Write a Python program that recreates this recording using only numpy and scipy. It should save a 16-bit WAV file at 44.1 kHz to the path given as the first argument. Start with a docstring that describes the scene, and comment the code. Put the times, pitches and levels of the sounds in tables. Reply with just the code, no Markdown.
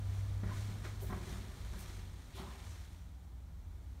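"""A fan hums and blows as someone walks from a hallway into a bare room of an empty house.
Soft steps excite the modes of a hollow floor, soles scuff and clothes rustle by friction,
and the bare walls reverberate. The fan falls behind and the walker stops,
leaving a low rumble and a thin hiss."""
import sys
import numpy as np
from scipy import signal
from scipy.fft import rfft, irfft
from scipy.io import wavfile

SR = 44100
rng = np.random.default_rng(int(sys.argv[2]) if len(sys.argv) > 2 else 0)


def unload_audio(sound):
    """Save the sound as a 16-bit wav file, at the path given as the first command line argument."""
    columns = np.transpose(np.atleast_2d(sound))
    # keep every value between -1 and 1, then stretch to whole-number steps
    steps = np.round(np.clip(columns, -1, 1) * 32767)
    wavfile.write(sys.argv[1], SR, steps.astype(np.int16))


N = 176400
EVENT_SAMPLES = 32768
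T, HZ = np.arange(N) / SR, np.fft.rfftfreq(N, 1 / SR)
SLIPS_HZ, SOLE_GRAIN_DB, CLOTH_GRAIN_DB = 300, 0.5, -1.5


def amp(db):
    """Amplitude ratio of a level in decibels."""
    return 10 ** (np.asarray(db) / 20)


def unit(x):
    """Normalisation to rms 1."""
    return x / np.sqrt(np.mean(x ** 2) + 1e-20)


def read(points, hz=HZ):
    """Interpolation of a table on a log-frequency axis."""
    f, value = np.transpose(points)
    return np.interp(np.log(hz + 1), np.log(f + 1), value)


def curve(points, column=1):
    """Linear interpolation of one column over time."""
    columns = np.transpose(points)
    return np.interp(T, columns[0], columns[column])


def bells(rows, at=HZ):
    """Lorentzian peaks or dips, in dB over frequency."""
    return sum(db / (1 + (2 * (at - hz) / width) ** 2) for hz, width, db in rows)


def drift(rate_hz, size=N):
    """Random modulation: low-pass noise of rms 1."""
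    knots = np.arange(0, size + 20, 20)
    hz = np.fft.rfftfreq(len(knots), 20 / SR)
    spectrum = rfft(rng.standard_normal(len(knots))) * np.exp(-(hz / rate_hz) ** 2)
    return np.interp(np.arange(size), knots, unit(irfft(spectrum, len(knots))))


def noise(points, grain_db=0, resonances=(), size=N):
    """Source and filter: noise clumped into tiny slips by grain_db, then spectrally shaped; rms 1."""
    hz = np.fft.rfftfreq(size, 1 / SR)
    slips = rng.standard_normal(size) * amp(grain_db * drift(SLIPS_HZ, size))
    response = amp(read(points, hz) + bells(resonances, hz))
    return unit(irfft(rfft(slips) * response, size))


def stroke(rise, fall):
    """Linear attack, then exponential decay with time constant fall."""
    t = T[:EVENT_SAMPLES]
    return np.clip(t / rise, 0, 1) * np.exp(-np.maximum(t - rise, 0) / fall)


def add(mix, start, sound):
    """Superposition of a sound from start seconds on."""
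    part = mix[max(round(start * SR), 0):][:len(sound)]
    part += sound[:len(part)]


# spectrum of the rumble and hiss (frequency [Hz], relative level [dB])
HOUSE_SPECTRUM = [(18, -31), (27, -26), (38, -10.5), (65, 0.5), (85, -8.5), (105, -6.5), (128, -43),
                  (165, -13.5), (205, -28.5), (270, -23.5), (480, -44), (850, -36.5), (1500, -53.5),
                  (3500, -63.5), (7000, -51.5), (15000, -55)]
def house(noise_db=-52, mains_hz=60.7, mains_db=-54):
    """Ambient noise: a steady broadband floor, and mains hum wavering in phase and amplitude."""
    phase = 2 * np.pi * (mains_hz * T + rng.random()) + 0.27 * drift(2.5)
    mains = np.sqrt(2) * np.sin(phase)
    return amp(noise_db) * noise(HOUSE_SPECTRUM) + amp(mains_db + 0.73 * drift(9.2)) * mains


# hum that sinks and fades (time [s], frequency [Hz], level [dB])
FAN_HUM = [(0, 96.7, -39.5), (.2, 98.7, -37), (.45, 99.5, -40.5), (.7, 101.9, -43), (1.1, 98.96, -47),
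           (1.6, 96.84, -56), (2.1, 93, -50), (2.4, 87, -65), (2.7, 83, -52), (3.1, 82, -57), (4, 84, -54)]
# moving air at the listener (time [s], level [dB])
AIR_LEVEL = [(0, -46), (.8, -46), (1.5, -47.5), (2.0, -50), (2.6, -56), (3.1, -55.5), (4, -55)]
# spectrum of the air (frequency [Hz], relative level [dB])
AIR_SPECTRUM = [(18, -29), (28, -9), (42, 5.5), (70, 1), (125, -8), (200, -15), (300, -23), (550, -25.5),
                (1500, -30), (2500, -33.5), (6000, -38.5), (15000, -50.5)]
def fan(waver_db=1.0):
    """Attenuation with distance: a low tone and broadband flow noise fade as the fan falls behind."""
    cycles = np.cumsum(curve(FAN_HUM)) / SR + rng.random()
    hum_db = curve(FAN_HUM, column=2) + waver_db * drift(15.3)
    hum = amp(hum_db) * np.sqrt(2) * np.sin(2 * np.pi * cycles)
    return hum + amp(curve(AIR_LEVEL)) * noise(AIR_SPECTRUM)


def standing_waves(ripple_db=1.4, spacing_hz=37, corner_hz=900):
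    """Interference between bare walls: narrow peaks and dips, in dB over frequency."""
    heights = rng.standard_normal(2000)
    ripple = np.interp(HZ / spacing_hz, np.arange(len(heights)), heights)
    return ripple_db * ripple * HZ ** 2 / (HZ ** 2 + corner_hz ** 2)


# reverberation of the bare room (frequency [Hz], 60 dB decay time [s])
ROOM_DECAY = [(100, 0.99), (400, 0.95), (1500, 0.42), (5000, 0.77), (15000, 0.1)]
def walls(x, onset_s=0.004):
    """Reverberation: convolution with random reflections, each band decaying at its own rate."""
    reflections = rng.standard_normal(SR) * (rng.random(SR) < .08)
    hz, t, bands = signal.stft(reflections, SR, nperseg=256)
    decay = amp(-60 * t / read(ROOM_DECAY, hz)[:, None])
    tail = signal.istft(bands * decay, SR, nperseg=256)[1]
    tail *= np.clip(np.arange(len(tail)) / SR / onset_s, 0, 1)
    return signal.fftconvolve(x, tail / np.linalg.norm(tail))[:N]


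# rustle of the clothes (time [s], level [dB])
RUSTLE_LEVEL = [(0, -67), (.16, -60), (.39, -67.5), (.6, -54.5), (.8, -61), (.99, -62.5), (1.15, -58.5),
                (1.32, -54.5), (1.5, -61), (1.7, -59), (1.9, -55), (2.1, -64), (2.3, -64), (2.52, -59.5),
                (2.76, -59.5), (3.0, -67.5), (3.4, -85), (4.0, -72.5)]
# spectrum of rubbing fabric (frequency [Hz], relative level [dB])
CLOTH_SPECTRUM = [(100, -21), (300, 5), (600, 2), (1200, 4), (2000, 4.5), (4000, 1.5), (6500, -1.5),
                  (9000, -4.5), (12000, -10.5), (16000, -17)]
def clothes(flutter_db=0.5):
    """Friction noise: fabric rubs as the walker moves, and settles at the end."""
    level_db = curve(RUSTLE_LEVEL) + flutter_db * drift(25)
    return amp(level_db) * noise(CLOTH_SPECTRUM, CLOTH_GRAIN_DB)


# swishing fabric (time [s], rise [s], fall [s], level [dB], centre [Hz], half-width [octaves])
FABRIC_SWISHES = [(0.14, .006, 0.016, -73, 6500, 0.76), (0.5, .05, 0.093, -62, 4500, 0.92),
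                  (0.998, 0.023, 0.077, -56, 11640, 0.77), (0.833, 0.016, 0.073, -57.5, 4300, 0.8),
                  (1.26, 0.046, 0.029, -67, 7000, 1.0), (1.765, 0.045, 0.019, -56.5, 8800, 0.74),
                  (2.335, 0.035, 0.082, -61.5, 8500, 0.56), (2.59, 0.11, 0.084, -64.5, 6100, 0.56)]
# sliding soles (time [s], rise [s], fall [s], level [dB], centre [Hz], half-width [octaves])
SOLE_SCUFFS = [(0.432, 0.0068, .06, -57, 1870, 0.24), (0.465, .025, 0.11, -54.5, 1100, 1.13),
               (0.485, .035, 0.021, -52.5, 1020, 0.094), (0.831, 0.021, 0.034, -48.5, 1450, 0.77),
               (0.836, 0.023, 0.025, -52, 480, 0.63), (1.0, 0.037, 0.028, -52, 480, .8),
               (1.25, 0.03, 0.18, -56, 400, 1.9), (1.68, 0.04, .2, -64, 339.9, 0.8),
               (2.32, 0.064, 0.063, -53.5, 2990, 0.63), (2.33, 0.07, 0.05, -55, 328.3, 0.66),
               (2.35, 0.044, 0.15, -53.5, 880, 0.54), (2.48, 0.032, 0.15, -63, 1960, .6)]
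# floorboard resonances, for scuffs and knocks (frequency [Hz], bandwidth [Hz], gain [dB])
BOARD_RESONANCES = [(359.2, 27.5, 16.5), (393, 18, 18), (593, 34, 8), (1044, 28, 6.5), (1470, 51, 4),
                    (1870, 92, 1.5), (2285, 100, 1.5)]
def rubs():
    """Sliding friction: each stroke is a burst of band noise; under a sole the boards resonate."""
    out = np.zeros(N)
    offset = np.linspace(-10, 10, 41)  # half-widths from the band centre
    band_db = -20 * np.log10(1 + .5 * offset ** 2 + 0.18 * offset ** 4)
    contacts = (SOLE_SCUFFS, SOLE_GRAIN_DB, BOARD_RESONANCES), (FABRIC_SWISHES, CLOTH_GRAIN_DB, ())
    for strokes, grain_db, resonances in contacts:
        for start, rise, fall, db, hz, octaves in strokes:
            band = np.column_stack([hz * 2 ** (offset * octaves), band_db])
            friction = noise(band, grain_db, resonances, EVENT_SAMPLES)
            add(out, start, amp(db) * stroke(rise, fall) * friction)
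    return out


# modes of the hollow floor (frequency [Hz], relative level [dB], 60 dB decay time [s])
FLOOR_MODES = [(147.2, -2.5, 0.16), (180.5, -2.5, .22), (213, -3.5, 0.2), (360.8, -12, 0.21),
               (391.6, -15, .2)]
# spectrum of a sole's knock (frequency [Hz], relative level [dB])
KNOCK_SPECTRUM = [(100, -2), (350, -13.5), (700, -3), (1100, -3), (1500, -6.5), (2000, -9), (2800, -20),
                  (5000, -32), (15000, -60)]
# footfalls (time [s], thud level [dB], knock level [dB], settling time of the sole [s])
FOOTFALLS = [(0.4304, -38, -48.5, 0.005), (0.683, -43.5, -62, 0.0086), (1.089, -38, -48, 0.016),
             (1.122, -40, -44.5, 0.0054), (1.163, -46, -72, 0.0032), (1.322, -47, -53, 0.0032),
             (1.725, -42, -54.5, 0.013), (1.971, -47.5, -71, .012), (2.396, -43, -57, 0.005)]
def steps(mode_spread=0.037, knock_fall_s=.015):
    """Impact excitation: each footfall rings the floor's damped modes and knocks on the boards."""
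    thud, knock_envelope = np.zeros((2, N))
    t = T[:EVENT_SAMPLES]
    for start, thud_db, knock_db, settle in FOOTFALLS:
        detune = 1 + mode_spread * rng.uniform(-1.26, 1, len(FLOOR_MODES))  # each spot has its own pitch
        ring = sum(amp(db - 60 * t / t60) * np.sin(2 * np.pi * hz * ratio * t)
                   for (hz, db, t60), ratio in zip(FLOOR_MODES, detune))
        add(thud, start, amp(thud_db) * np.clip(t / settle, 0, 1) * ring)
        add(knock_envelope, start, amp(knock_db) * stroke(settle, knock_fall_s))
    return thud + knock_envelope * noise(KNOCK_SPECTRUM, SOLE_GRAIN_DB, BOARD_RESONANCES)


def scene(step_echo_db=-4.5, rub_echo_db=-13):
    """Superposition of direct sound, reverberation and background, coloured by standing waves."""
    feet, friction = steps(), rubs()
    echo = walls(amp(step_echo_db) * feet + amp(rub_echo_db) * friction)
    mix = feet + friction + echo + clothes() + fan() + house()
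    return irfft(rfft(mix) * amp(standing_waves()), N)[None]


# dips in the microphone's response (frequency [Hz], bandwidth [Hz], gain [dB])
RESPONSE_DIPS = [(2700, 720, -4.5), (4890, 500, -4), (7600, 1050, -2.5), (10450, 800, -5)]
def record(dry, cutoff_hz=15750):
    """Linear filtering: the microphone's frequency response, then a band limit."""
    coloured = irfft(rfft(dry) * amp(bells(RESPONSE_DIPS)), N)
    lowpass = signal.firwin(801, cutoff_hz, window=("kaiser", 9), fs=SR)
    return signal.oaconvolve(coloured, lowpass[None], "same")


dry = scene()
out = record(dry)
unload_audio(out)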